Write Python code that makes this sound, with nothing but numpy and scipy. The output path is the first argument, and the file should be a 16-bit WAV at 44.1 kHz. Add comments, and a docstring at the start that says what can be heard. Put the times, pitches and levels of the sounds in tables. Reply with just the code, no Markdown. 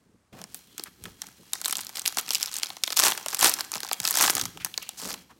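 """A foil pack of trading cards crackles in gloved hands: picked up, pinched, torn open in three pulls, cards slid out.
Place: a small, still room, with the phone's microphone close to the hands. Each big crease that buckles gives
a sharp crack, as a jolt rings a facet, and a slower flex as bending waves cross the sheet.
Swarms of tiny buckles make the tearing, filtered noise makes the gloves rub, scrape and rumble,
falling tones make the pack thud, and a faint tail of decaying noise answers from the room."""
import sys
import numpy as np
from scipy import signal
from scipy.fft import rfft, irfft, next_fast_len
from scipy.io import wavfile
from scipy.ndimage import uniform_filter1d

SR = 44100
rng = np.random.default_rng(int(sys.argv[2]) if len(sys.argv) > 2 else 0)


def unload_wav(signal):
    """Save mono or channel-first audio to the path in sys.argv[1] as 16-bit WAV at rate SR, clipped to [-1, 1]."""
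    wavfile.write(
        sys.argv[1],
        SR,
        np.round(np.clip(np.atleast_2d(signal).T, -1, 1) * 32767).astype(np.int16),
    )


N = 237787
TOP_HZ = 16000  # top of the microphone's range, also the highest pitch of a chattering facet


def undb(db):
    """Decibels to gain."""
    return 10 ** (np.asarray(db) / 20)


def curve(table, column=1):
    """One column of a table, joined by straight lines, at every sample."""
    rows = np.array(table, float)
    return np.interp(np.arange(N) / SR, rows[:, 0], rows[:, column])


def unit(x):
    """Scale to an rms of one."""
    return x / np.sqrt(np.mean(x ** 2))


def freqs(x):
    """Frequencies in Hz of the spectrum along the last axis, kept above zero."""
    return np.maximum(np.fft.rfftfreq(x.shape[-1], 1 / SR), 1)


def colour(x, points):
    """Filter by (Hz, dB) points with minimum phase: nothing sounds before its jolt."""
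    hz, db = np.transpose(points)
    size = next_fast_len(x.shape[-1])
    # folding the cepstrum onto positive times makes the filter causal
    fold = 1 + np.sign(size / 2 - np.arange(size))
    fold[0] = 1
    gain_db = np.interp(np.log(freqs(fold)), np.log(hz), db)
    cepstrum = irfft(np.log(undb(gain_db)), size)
    response = np.exp(rfft(cepstrum * fold))
    return irfft(rfft(x, size) * response, size)[..., :x.shape[-1]]


def resonance(f, hz, width):
    """Response of one damped mode, gain one at its centre."""
    return 1 / (1 + 1j * (f * f - hz * hz) / (f * width))


def ring(x, modes):
    """Add the ringing of (Hz, width Hz, dB) modes to a sound."""
    padded = np.pad(x, (0, next_fast_len(len(x)) - len(x)))
    f = freqs(padded)
    gain = 1 + sum(undb(db) * resonance(f, hz, width) for hz, width, db in modes)
    return irfft(rfft(padded) * gain, len(padded))[:len(x)]


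def walk(rate):
    """Smooth chance with a spread near one, through this many random points per second."""
    knots = rng.standard_normal(int(N / SR * rate) + 2)
    return 1.2 * np.interp(np.arange(N) / SR * rate, np.arange(len(knots)), knots)


def add(out, s, sound):
    """Mix a short sound in at a time in seconds."""
    start = int(s * SR)
    out[start:start + len(sound)] += sound[:N - start]


def place(times, sizes, grains, lead_size=32):
    """Lay grains out in time, each with the energy of 1 ms at its size."""
    energy = np.sum(grains ** 2, axis=1)
    grains = grains * (sizes * np.sqrt(SR / 1000 / energy))[:, None]
    # the silent lead of a grain falls before its moment
    index = np.round(times * SR).astype(int)[:, None] - lead_size + np.arange(grains.shape[1])
    return np.bincount(np.clip(index, 0, N).ravel(), grains.ravel(), N + 1)[:N]


# Still air of the room around the microphone. 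Each row: frequency in Hz, relative gain in dB.
AIR_COLOUR = [(25, -28), (70, 6), (220, -8.5), (450, -11), (1200, -12), (3000, -22), (9000, -23),
              (16000, -39.5)]


def air(level_db=-69):
    """The still room: steady coloured noise."""
    return undb(level_db) * unit(colour(rng.standard_normal(N), AIR_COLOUR))


SWELL_POWER = 1.6  # roundness of a squeeze or pull: one is a cusp, two a bell


def swell(s, rise_s, fall_s):
    """Envelope of a push that builds up to a moment and lets go."""
    late = np.arange(N) / SR - s
    distance = np.maximum(-late / rise_s, late / fall_s)
    return np.exp(-np.minimum(distance, 10) ** SWELL_POWER)


# The steady hold on the pack, firmest while it is being opened.
# Each row: time in seconds, effort behind the fine crackle in dB.
GRIP = [(0, -70.5), (0.31, -75.5), (0.34, -61), (0.75, -62), (0.97, -64), (1.49, -58.5), (1.62, -51.5),
        (2.3, -49), (2.7, -48.5), (2.81, -57), (2.95, -51), (4.42, -53), (4.52, -60), (4.95, -55.5),
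        (5.21, -54), (5.255, -69.5), (5.39, -67.5)]
GRIP_FLEX_DB = 0.5  # effort of the sheet's flex relative to that
# The fingers press the foil and relax. Each row: hardest moment in seconds, time to relax in seconds,
# effort behind the crackle in dB, effort behind the flex relative to it in dB.
SQUEEZES = [(0.39, 0.036, -58, 10), (0.555, 0.07, -54, -19), (0.797, 0.045, -50, 0),
            (1.06, 0.048, -50, 5.5), (1.24, 0.067, -54, 6), (1.545, 0.025, -43.5, 2),
            (1.676, 0.051, -39, -11), (1.791, .05, -42, -21), (1.976, .035, -42, 2.5),
            (2.069, .015, -33, -17), (2.188, 0.017, -28, -2.5), (2.335, 0.049, -38, -21),
            (2.418, 0.041, -38, -7), (2.553, 0.031, -38, -19), (2.642, 0.038, -41, -33),
            (2.863, 0.032, -42, -11), (2.914, 0.022, -43, -4), (2.985, .03, -27, -11),
            (3.18, 0.043, -46, 4.5), (3.32, .06, -43, 0), (3.59, 0.034, -38, 4.5), (3.755, 0.032, -38, 7),
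            (3.87, 0.05, -45.5, 2), (3.925, 0.019, -40.5, -3), (4.059, 0.041, -32, -3.5),
            (4.39, .07, -39, -2), (4.66, 0.024, -46.5, -4), (4.82, 0.039, -47.5, 1),
            (5.03, 0.068, -44.5, 3.5), (5.106, .04, -42, -4)]
PRESS_SHARE = .6  # pressing takes this share of the time that relaxing takes
# The three pulls that tear the wrapper. Each row: hardest moment in seconds, time to build in seconds,
# time to let go in seconds, effort behind the crackle in dB, effort behind the flex relative to it in dB.
PULLS = [(3.055, 0.032, 0.04, -18, -2), (3.457, 0.041, 0.039, -16, -1.5), (4.235, .095, .06, -21.5, -5.5)]


def effort():
    """Effort in dB behind the crackle and the flex: the powers of grip, squeezes and pulls add up."""
    crackle = undb(curve(GRIP)) ** 2
    flex = crackle * undb(GRIP_FLEX_DB) ** 2
    pushes = [(s, PRESS_SHARE * relax_s, relax_s, db, sheet_db) for s, relax_s, db, sheet_db in SQUEEZES]
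    for s, rise_s, fall_s, db, sheet_db in pushes + list(PULLS):
        power = (undb(db) * swell(s, rise_s, fall_s)) ** 2
        crackle = crackle + power
        flex = flex + power * undb(sheet_db) ** 2
    return 10 * np.log10(crackle), 10 * np.log10(flex)


# Low rumble of the hands. Each row: frequency in Hz, relative gain in dB.
HAND_COLOUR = [(20, -52), (42, -12), (90, -11), (190, 0.5), (300, -4.5), (450, -9.5), (900, -29.5),
               (2500, -59.5)]
# The hands shift on the mat or around the pack.
# Each row: start in seconds, length in seconds, level in dB before the shuffle trim and unevenness.
SHUFFLES = [(0.008, 0.17, -60), (0.32, 0.067, -50), (0.381, 0.044, -45.5), (0.783, 0.043, -51),
            (1.029, 0.117, -54.5), (4.198, 0.27, -45), (4.537, 0.086, -57), (5.022, 0.19, -53.5)]
# The stiff pack flexes and thuds against the fingers.
# Each row: start in seconds, peak of the swell in dB, starting pitch in Hz, time to swell in seconds.
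THUDS = [(0.327, -43, 130, 0.0023), (0.796, -37.5, 446, 0.0034), (1.017, -43.5, 110, 0.0086),
         (1.057, -48, 190, 0.017), (1.084, -58, 171, 0.0082), (1.775, -46, 270, 0.0074),
         (2.171, -42, 334, 0.0015), (3.757, -41, 276.8, 0.0079), (4.002, -42, 217.9, 0.0092),
         (4.231, -30.5, 380.2, 0.0039), (4.426, -35.5, 156, 0.0058), (4.452, -41, 270, 0.0093),
         (4.607, -43, 136.4, 0.0059), (4.65, -45.5, 218, 0.0072)]


def hands(sheet_db, holding_db=-65, carried_db=-28, shuffle_db=-0.5, attack_s=0.01,
          uneven_db=4.5, glide_s=0.024):
    """Hands rumble with flex and shifts; a thud's high bending waves arrive first, so its pitch falls."""
    holding = np.clip((curve(GRIP) + 75) / 10, 0, 1)
    power = (holding * undb(holding_db)) ** 2 + undb(sheet_db + carried_db) ** 2
    for s, length_s, db in SHUFFLES:
        age = np.maximum(np.arange(N) / SR - s, 0)
        shape = np.minimum(age / attack_s, 1) * np.exp(-np.minimum(age / length_s, 2) ** 4)
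        power = power + (undb(db + shuffle_db) * shape) ** 2
    rumble = unit(colour(rng.standard_normal(N), HAND_COLOUR))
    out = rumble * np.sqrt(power) * undb(uneven_db * walk(60))
    t = np.arange(SR // 10) / SR
    for s, db, hz, swell_s in THUDS:
        phase = 2 * np.pi * hz * glide_s * (1 - np.exp(-t / glide_s))
        push = t / swell_s * np.exp((1 - (t / swell_s) ** 2) / 2)  # reaches one at swell_s
        add(out, s, undb(db) * np.sin(phase) * push)
    return out


def burst(events, decay_s, size=512, lead_size=32):
    """One row of unit energy per buckle: a ragged jolt that dies away, each at its own pace."""
    t = np.maximum(np.arange(size) - lead_size, 0) / SR
    stretch = np.exp(0.28 * rng.standard_normal((events, 1)))
    jolt = rng.standard_normal((events, size)) * np.exp(-t / (decay_s * stretch)) * (t > 0)
    return jolt / np.linalg.norm(jolt, axis=1, keepdims=True)


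def facet(hz, decay_s, width, broad_db):
    """Jolts ring patches of foil, one pitch per row; width is a share of the pitch."""
    jolt = burst(len(hz), decay_s)
    response = resonance(freqs(jolt), hz[:, None], width * hz[:, None]) + undb(broad_db)
    rung = irfft(rfft(jolt) * response)
    return rung / np.linalg.norm(rung, axis=1, keepdims=True)


# Sharp snap of a facet, heard close. Each row: frequency in Hz, relative gain in dB.
CRACK_COLOUR = [(700, -38.5), (1500, -11), (2300, 0.5), (3300, 0.5), (6000, 0), (9500, -1.5), (13000, 1),
                (16000, -5)]


def cracks(hz, decay_s, width, broad_db, chatter_db, chatter_s, chatter_width):
    """A facet snaps through and rings for a few cycles; a neighbour of another size chatters on after it."""
    neighbour_hz = .85 * hz * np.exp(0.47 * rng.standard_normal(len(hz)))
    chatter = facet(np.minimum(neighbour_hz, TOP_HZ), chatter_s, chatter_width, broad_db=-27)
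    snap = facet(hz, decay_s, width, broad_db)
    return colour(snap + undb(chatter_db) * chatter, CRACK_COLOUR)


# Duller flex of a larger panel. Each row: frequency in Hz, relative gain in dB.
FLEX_COLOUR = [(50, -30), (140, -20.5), (300, -3.5), (520, -5), (800, -2.5), (1250, -0.5), (1900, -2.5),
               (2800, -7.5), (5000, -36.5)]


def flexes(events, decay_s, lag_s, panel_hz=1250, width=0.6):
    """Bending waves cross a larger panel; low ones travel slower (lag_s is the delay at 1 kHz)."""
    hz = panel_hz * np.exp(.33 * rng.standard_normal(events))
    panel = facet(hz, decay_s, width, broad_db=-1.5)
    phase = 4 * np.pi * lag_s * np.sqrt(1000 * freqs(panel))
    return colour(irfft(rfft(panel) * np.exp(-1j * phase)), FLEX_COLOUR)


def follow(x, db, size=1100):
    """Hold a swarm of grains to a level, leaving its quick detail free."""
    power = uniform_filter1d(uniform_filter1d(x * x, size), size)
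    return x * undb(db) / np.sqrt(np.abs(power) + np.mean(x * x) / 1000)


# Narrow low resonances that ring under the flex of the foil.
# Each row: frequency in Hz, width in Hz, gain relative to the direct flex in dB.
FLEX_RINGS = [(784, 130, -3.5), (1045, 20, -2.5), (1290, 27, -5.5), (1730, 20, -5.5)]


def crinkle(work_db, sheet_db, idle_rate=170, tear_rate=750, spread_db=4.0, facet_hz=6600,
            crack_db=-2, flex_db=-6.0, count=2600):
    """Tiny buckles come thicker the harder the foil is pulled; under a light touch it hardly buckles."""
    buckling_db = np.minimum(.5 * (work_db + 48), 0)
    rate = idle_rate + tear_rate * undb(work_db - work_db.max())  # buckles per second
    # random waits, counted in expected buckles, are turned into times
    due = np.cumsum(rng.exponential(size=count))
    passed = np.cumsum(rate) / SR
    s = np.interp(due, passed, np.arange(N) / SR)
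    size_chance, pitch_chance, flex_chance = rng.standard_normal((count, 3)).T
    sizes = undb(spread_db * size_chance) * (due < passed[-1])
    hz = facet_hz * np.exp(0.34 * pitch_chance)
    crack_grains = cracks(hz, decay_s=.0006, width=.3, broad_db=-15,
                          chatter_db=-6, chatter_s=.003, chatter_width=.18)
    crack = place(s, sizes, crack_grains)
    flex_grains = flexes(count, decay_s=0.0022, lag_s=0.001168)
    flex = ring(place(s, sizes * undb(1.3 * flex_chance), flex_grains), FLEX_RINGS)
    return undb(buckling_db) * (follow(crack, work_db + crack_db) + follow(flex, sheet_db + flex_db))


# Glove hiss on foil. Each row: frequency in Hz, relative gain in dB.
RUB_COLOUR = [(700, -9), (1600, -2), (3300, 0), (6000, 0), (9000, -2.5), (12000, -4.5), (15500, -6)]
# Resonances of the things around the table, heard in the rub and the room's answer.
# Each row: frequency in Hz, width in Hz, gain relative to the direct sound in dB.
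RINGS = [(980, 22, -12.5), (1570, 40, -2.5), (2280, 16, 0), (2885, 58, -4), (3050, 35, -12), (3250, 50, 4),
         (4115, 38, 5.5), (5660, 80, -10)]
# Gloves and cards sliding on foil. Each row: start in seconds, length in seconds, pitch in Hz,
# width in Hz, level in dB before the grain.
SCRAPES = [(0.324, 0.11, 640, 388, -52), (0.326, 0.02, 2200, 1200, -55), (0.545, 0.043, 12500, 6000, -50),
           (0.659, 0.2, 3280, 300, -65), (0.713, 0.077, 4150, 220, -66), (0.857, 0.029, 1530, 1300, -45.5),
           (1.54, 0.06, 5800, 1200, -46.5), (2.296, 0.26, 3233, 910, -49), (4.599, 0.036, 2272, 1283, -43),
           (4.816, 0.038, 2725, 606, -44.5), (4.863, 0.064, 2690, 442, -53), (4.968, 0.14, 5950, 3540, -42),
           (5.016, 0.14, 446.5, 406, -47), (5.092, 0.041, 4996, 1449, -38.5),
           (5.293, 0.036, 1040, 595, -52.5)]


def rubbing(work_db, rub_db=-9, light_db=9.5, grain_db=2, scrape_db=0):
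    """Gloves hiss over the held foil, relatively more under a light touch; scrapes have their own pitch."""
    touch = np.clip((work_db + 75) / 10, 0, 1)
    lightness = np.clip((-44.5 - work_db) / 12, 0, 1)
    hiss = unit(ring(colour(rng.standard_normal(N), RUB_COLOUR), RINGS))
    out = hiss * touch * undb(work_db + rub_db + light_db * lightness)
    for s, length_s, hz, width_hz, db in SCRAPES:
        noise = rng.standard_normal(SR // 3)
        age = np.arange(len(noise)) / SR / length_s  # in lengths
        shape = np.minimum(age * 12, 1) * np.exp(-age ** 4)
        scrape = unit(irfft(rfft(noise) * resonance(freqs(noise), hz, width_hz), len(noise)))
        add(out, s, undb(db + scrape_db) * shape * scrape)
    return out * undb(grain_db * walk(250))


# The big creases buckling, close to the microphone. Each row: time in seconds, crack energy in dB over 1 ms,
# pitch of the facet in Hz, flex of the sheet relative to the crack in dB before the flex trim.
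SNAPS = [(0.416, -33, 6200, -3.5), (0.44, -30, 6170, -6.5), (0.5452, -25.5, 10200, -12.5),
         (0.7802, -25.5, 7100, -9.5), (0.796, -26.5, 4060, -8), (0.8372, -23.5, 8600, -26),
         (1.039, -30.5, 8700, -11), (1.0549, -31, 3140, 1.5), (1.2185, -21.5, 7750, -11.5),
         (1.2682, -35, 6200, -21), (1.5333, -12, 7100, -18), (1.603, -38, 6900, -3), (1.615, -23, 6540, -9),
         (1.6458, -21.5, 3870, -14), (1.6504, -19.5, 8390, -35), (1.658, -13.5, 4570, -9.5),
         (1.681, -18, 8700, -8), (1.6953, -32, 8950, 2), (1.7094, -19, 7400, -25), (1.726, -14, 8250, -7),
         (1.7543, -19, 4940, -13), (1.769, -20, 7800, -29), (1.7835, -25, 7350, -7),
         (1.812, -26, 8010, -32), (1.868, -26.5, 5200, -17), (1.8929, -30.5, 5240, -6.5),
         (1.9571, -25, 4200, -22.5), (1.9702, -23, 4960, -10.5), (1.9947, -20, 6400, -58),
         (2.0186, -27, 6360, -28), (2.0553, -21, 3470, -14), (2.06, -11.5, 4650, -29.5),
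         (2.0769, -9, 7705, -19), (2.171, -17, 6360, -1.5), (2.185, -14, 4700, -19),
         (2.224, -42, 4970, -25), (2.2627, -33.5, 5340, -13), (2.2905, -22.5, 5270, -14),
         (2.3065, -12.5, 5550, -12.5), (2.3342, -18, 7530, -22), (2.3477, -10.5, 6600, -34.5),
         (2.3535, -14, 4730, -33), (2.4172, -26.5, 4500, -19), (2.4286, -11.5, 6460, -43),
         (2.4594, -21, 6040, -21), (2.4733, -28.5, 4540, -5.5), (2.5409, -22, 8740, -25.5),
         (2.5661, -20, 7660, -36), (2.5847, -22.5, 7150, -20), (2.6325, -12, 3970, -12),
         (2.703, -26, 3600, -3.5), (2.768, -30.5, 5300, -3), (2.8365, -8.5, 5100, -17.5),
         (2.8769, -18.5, 3570, -6.5), (2.904, -21, 4800, -5), (2.924, -20, 4300, -6.5),
         (2.929, -20.5, 4400, -12), (2.9682, -13, 4630, -23), (2.9722, -8, 6400, -17),
         (2.9915, -6, 5930, -9), (2.9983, -4.5, 6800, -9), (3.0049, -16, 5160, -20.5),
         (3.0364, -6, 5740, -15), (3.0663, -13.5, 5500, 2), (3.0833, -15.5, 7500, -6.5),
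         (3.1203, -17, 3800, -1.5), (3.1763, -22.5, 4950, -2), (3.261, -20.5, 5870, 0),
         (3.2842, -18.5, 6500, -12), (3.304, -28, 7355, -8), (3.33, -25.5, 6430, 3.5),
         (3.3464, -14, 7940, -12), (3.3919, -15.5, 7300, -18.5), (3.4101, -11, 7700, -18),
         (3.427, -8, 8230, -5), (3.4443, 0, 7587, -10), (3.47, -11, 7604, -23), (3.495, -9.5, 9400, -25),
         (3.5389, -12.5, 8700, -24), (3.6075, -16.5, 5818, -8), (3.7177, -20.5, 10200, -11),
         (3.7386, -20.5, 5317, -44), (3.8042, -24, 6860, -7.5), (3.832, -22, 5003, -3),
         (3.848, -28, 6040, 0), (3.9136, -19.5, 4690, 2.5), (3.931, -12, 7060, -30),
         (4.0016, -17.5, 7900, -8.5), (4.0517, -11.5, 5350, -9.5), (4.0754, -12, 5920, -31),
         (4.0874, -17, 7140, -30), (4.1087, -11, 9830, -12), (4.155, -15, 7000, -6),
         (4.1717, -9.5, 6900, -9.5), (4.2098, -9.5, 8650, -0.5), (4.225, -8.5, 8900, -14),
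         (4.2382, -16.5, 6400, 5.5), (4.2499, -23, 9600, 8), (4.2789, -21.5, 6630, 8),
         (4.2979, -8, 5000, -3), (4.3035, -10, 8750, -19), (4.352, -12.5, 7750, -14),
         (4.3681, -17.5, 4960, -4), (4.3805, -18, 6840, -3), (4.3965, -18.5, 6350, -5),
         (4.413, -15, 5100, -9.5), (4.4546, -20, 5950, -6.5), (4.5736, -32.5, 3330, -1),
         (4.6473, -13.5, 9250, -11), (4.7409, -26.5, 3090, -17.5), (4.7772, -15, 4000, -12),
         (4.891, -22, 7970, -13.5), (5.094, -36, 5065, -4), (5.1405, -25.5, 4000, -4.5)]


def snaps(crack_db=0.0, flex_db=-3.0, width=0.5):
    """The big creases give way one by one, each a crack and a flex of the sheet."""
    s, db, hz, sheet_db = np.array(SNAPS, float).T
    crack = cracks(hz, decay_s=.0006, width=width, broad_db=-19,
                   chatter_db=-9, chatter_s=.0032, chatter_width=.22)
    flex = place(s, undb(db + sheet_db + flex_db), flexes(len(s), decay_s=0.0024, lag_s=0.000876))
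    return place(s, undb(db + crack_db), crack) + ring(flex, FLEX_RINGS)


def lesser_creases(s, db, flex_db, facet_hz=6200, flex_spread_db=7.0):
    """Small creases of assorted pitch, each with its crack and a little flex."""
    pitch, sheet = np.clip(rng.standard_normal((len(s), 2)).T, -2, 2)
    hz = facet_hz * np.exp(.3 * pitch)
    crack = cracks(hz, decay_s=.0006, width=.4, broad_db=-17,
                   chatter_db=-9, chatter_s=.0032, chatter_width=.22)
    flex_sizes = undb(db + flex_db + flex_spread_db * sheet)
    flex = place(s, flex_sizes, flexes(len(s), decay_s=.0018, lag_s=.0009))
    return place(s, undb(db), crack) + ring(flex, FLEX_RINGS)


def neighbours(lag_s=.0045, below_db=-16, spread_db=3):
    """A big crease does not go alone: a small one beside it gives way just after."""
    s, db = np.array(SNAPS, float)[:, :2].T
    when, size = np.clip(rng.standard_normal((len(s), 2)).T, -2, 2)
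    return lesser_creases(s + lag_s * np.exp(.6 * when), db + below_db + spread_db * size, flex_db=-18)


def creases(work_db, yield_db=-52, range_db=12, first_db=-34, growth=0.45, spread_db=2.0, count=480):
    """Lesser creases give way at random past the foil's yield, more often and louder with effort."""
    slot, luck = rng.random((count, 2)).T
    size = np.clip(rng.standard_normal(count), -2, 2)
    s = (np.arange(count) + slot) / count * N / SR  # one chance in each equal slot of time
    over_db = work_db[(s * SR).astype(int)] - yield_db
    gives = luck * range_db < over_db
    db = np.where(gives, first_db + growth * over_db + spread_db * size, -np.inf)
    return lesser_creases(s, db, flex_db=-14.5)


# Diffuse answer of the small room. Each row: frequency in Hz, relative gain in dB.
ROOM_COLOUR = [(100, 16), (300, 10), (800, 4), (2000, 4.5), (3500, 2), (6500, 0), (10000, -2), (16000, 4.5)]


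def room(x, wet_db=-17, t60_s=0.59, first_s=0.008):
    """A faint, diffuse answer from the table, the things on it and the near walls: decaying noise."""
    t = np.arange(SR // 2) / SR
    diffuse = ring(colour(rng.standard_normal(len(t)), ROOM_COLOUR), RINGS)
    onset = np.clip(t / first_s - 1, 0, 1)
    tail = diffuse * np.exp(-np.log(1000) * t / t60_s) * onset
    return x + undb(wet_db) * signal.fftconvolve(x, tail / np.linalg.norm(tail))[:N]


# The crackle comes in fits as the foil catches and slips: depth in dB, random points per second.
CATCH_DB, CATCH_RATE = 2.7, 170


def scene():
    """Foil and hands in the room, driven by the fingers' effort; worked foil catches and slips."""
    work_db, sheet_db = effort()
    catching = undb(CATCH_DB * walk(CATCH_RATE))
    foil = snaps() + neighbours() + creases(work_db) + catching * crinkle(work_db, sheet_db)
    close = foil + rubbing(work_db) + hands(sheet_db)
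    return (room(close) + air())[None]


def record(dry):
    """The phone drops the deepest rumble, rounds the sharpest peaks and cuts the top."""
    ceiling = .56
    low_cut = signal.butter(4, 37, "high", fs=SR, output="sos")
    top_cut = signal.ellip(8, .2, 70, TOP_HZ, fs=SR, output="sos")
    thinned = signal.sosfilt(top_cut, signal.sosfilt(low_cut, dry))
    rounded = ceiling * np.tanh(thinned / ceiling)
    return signal.sosfilt(top_cut, rounded)


dry = scene()
out = record(dry)
unload_wav(out)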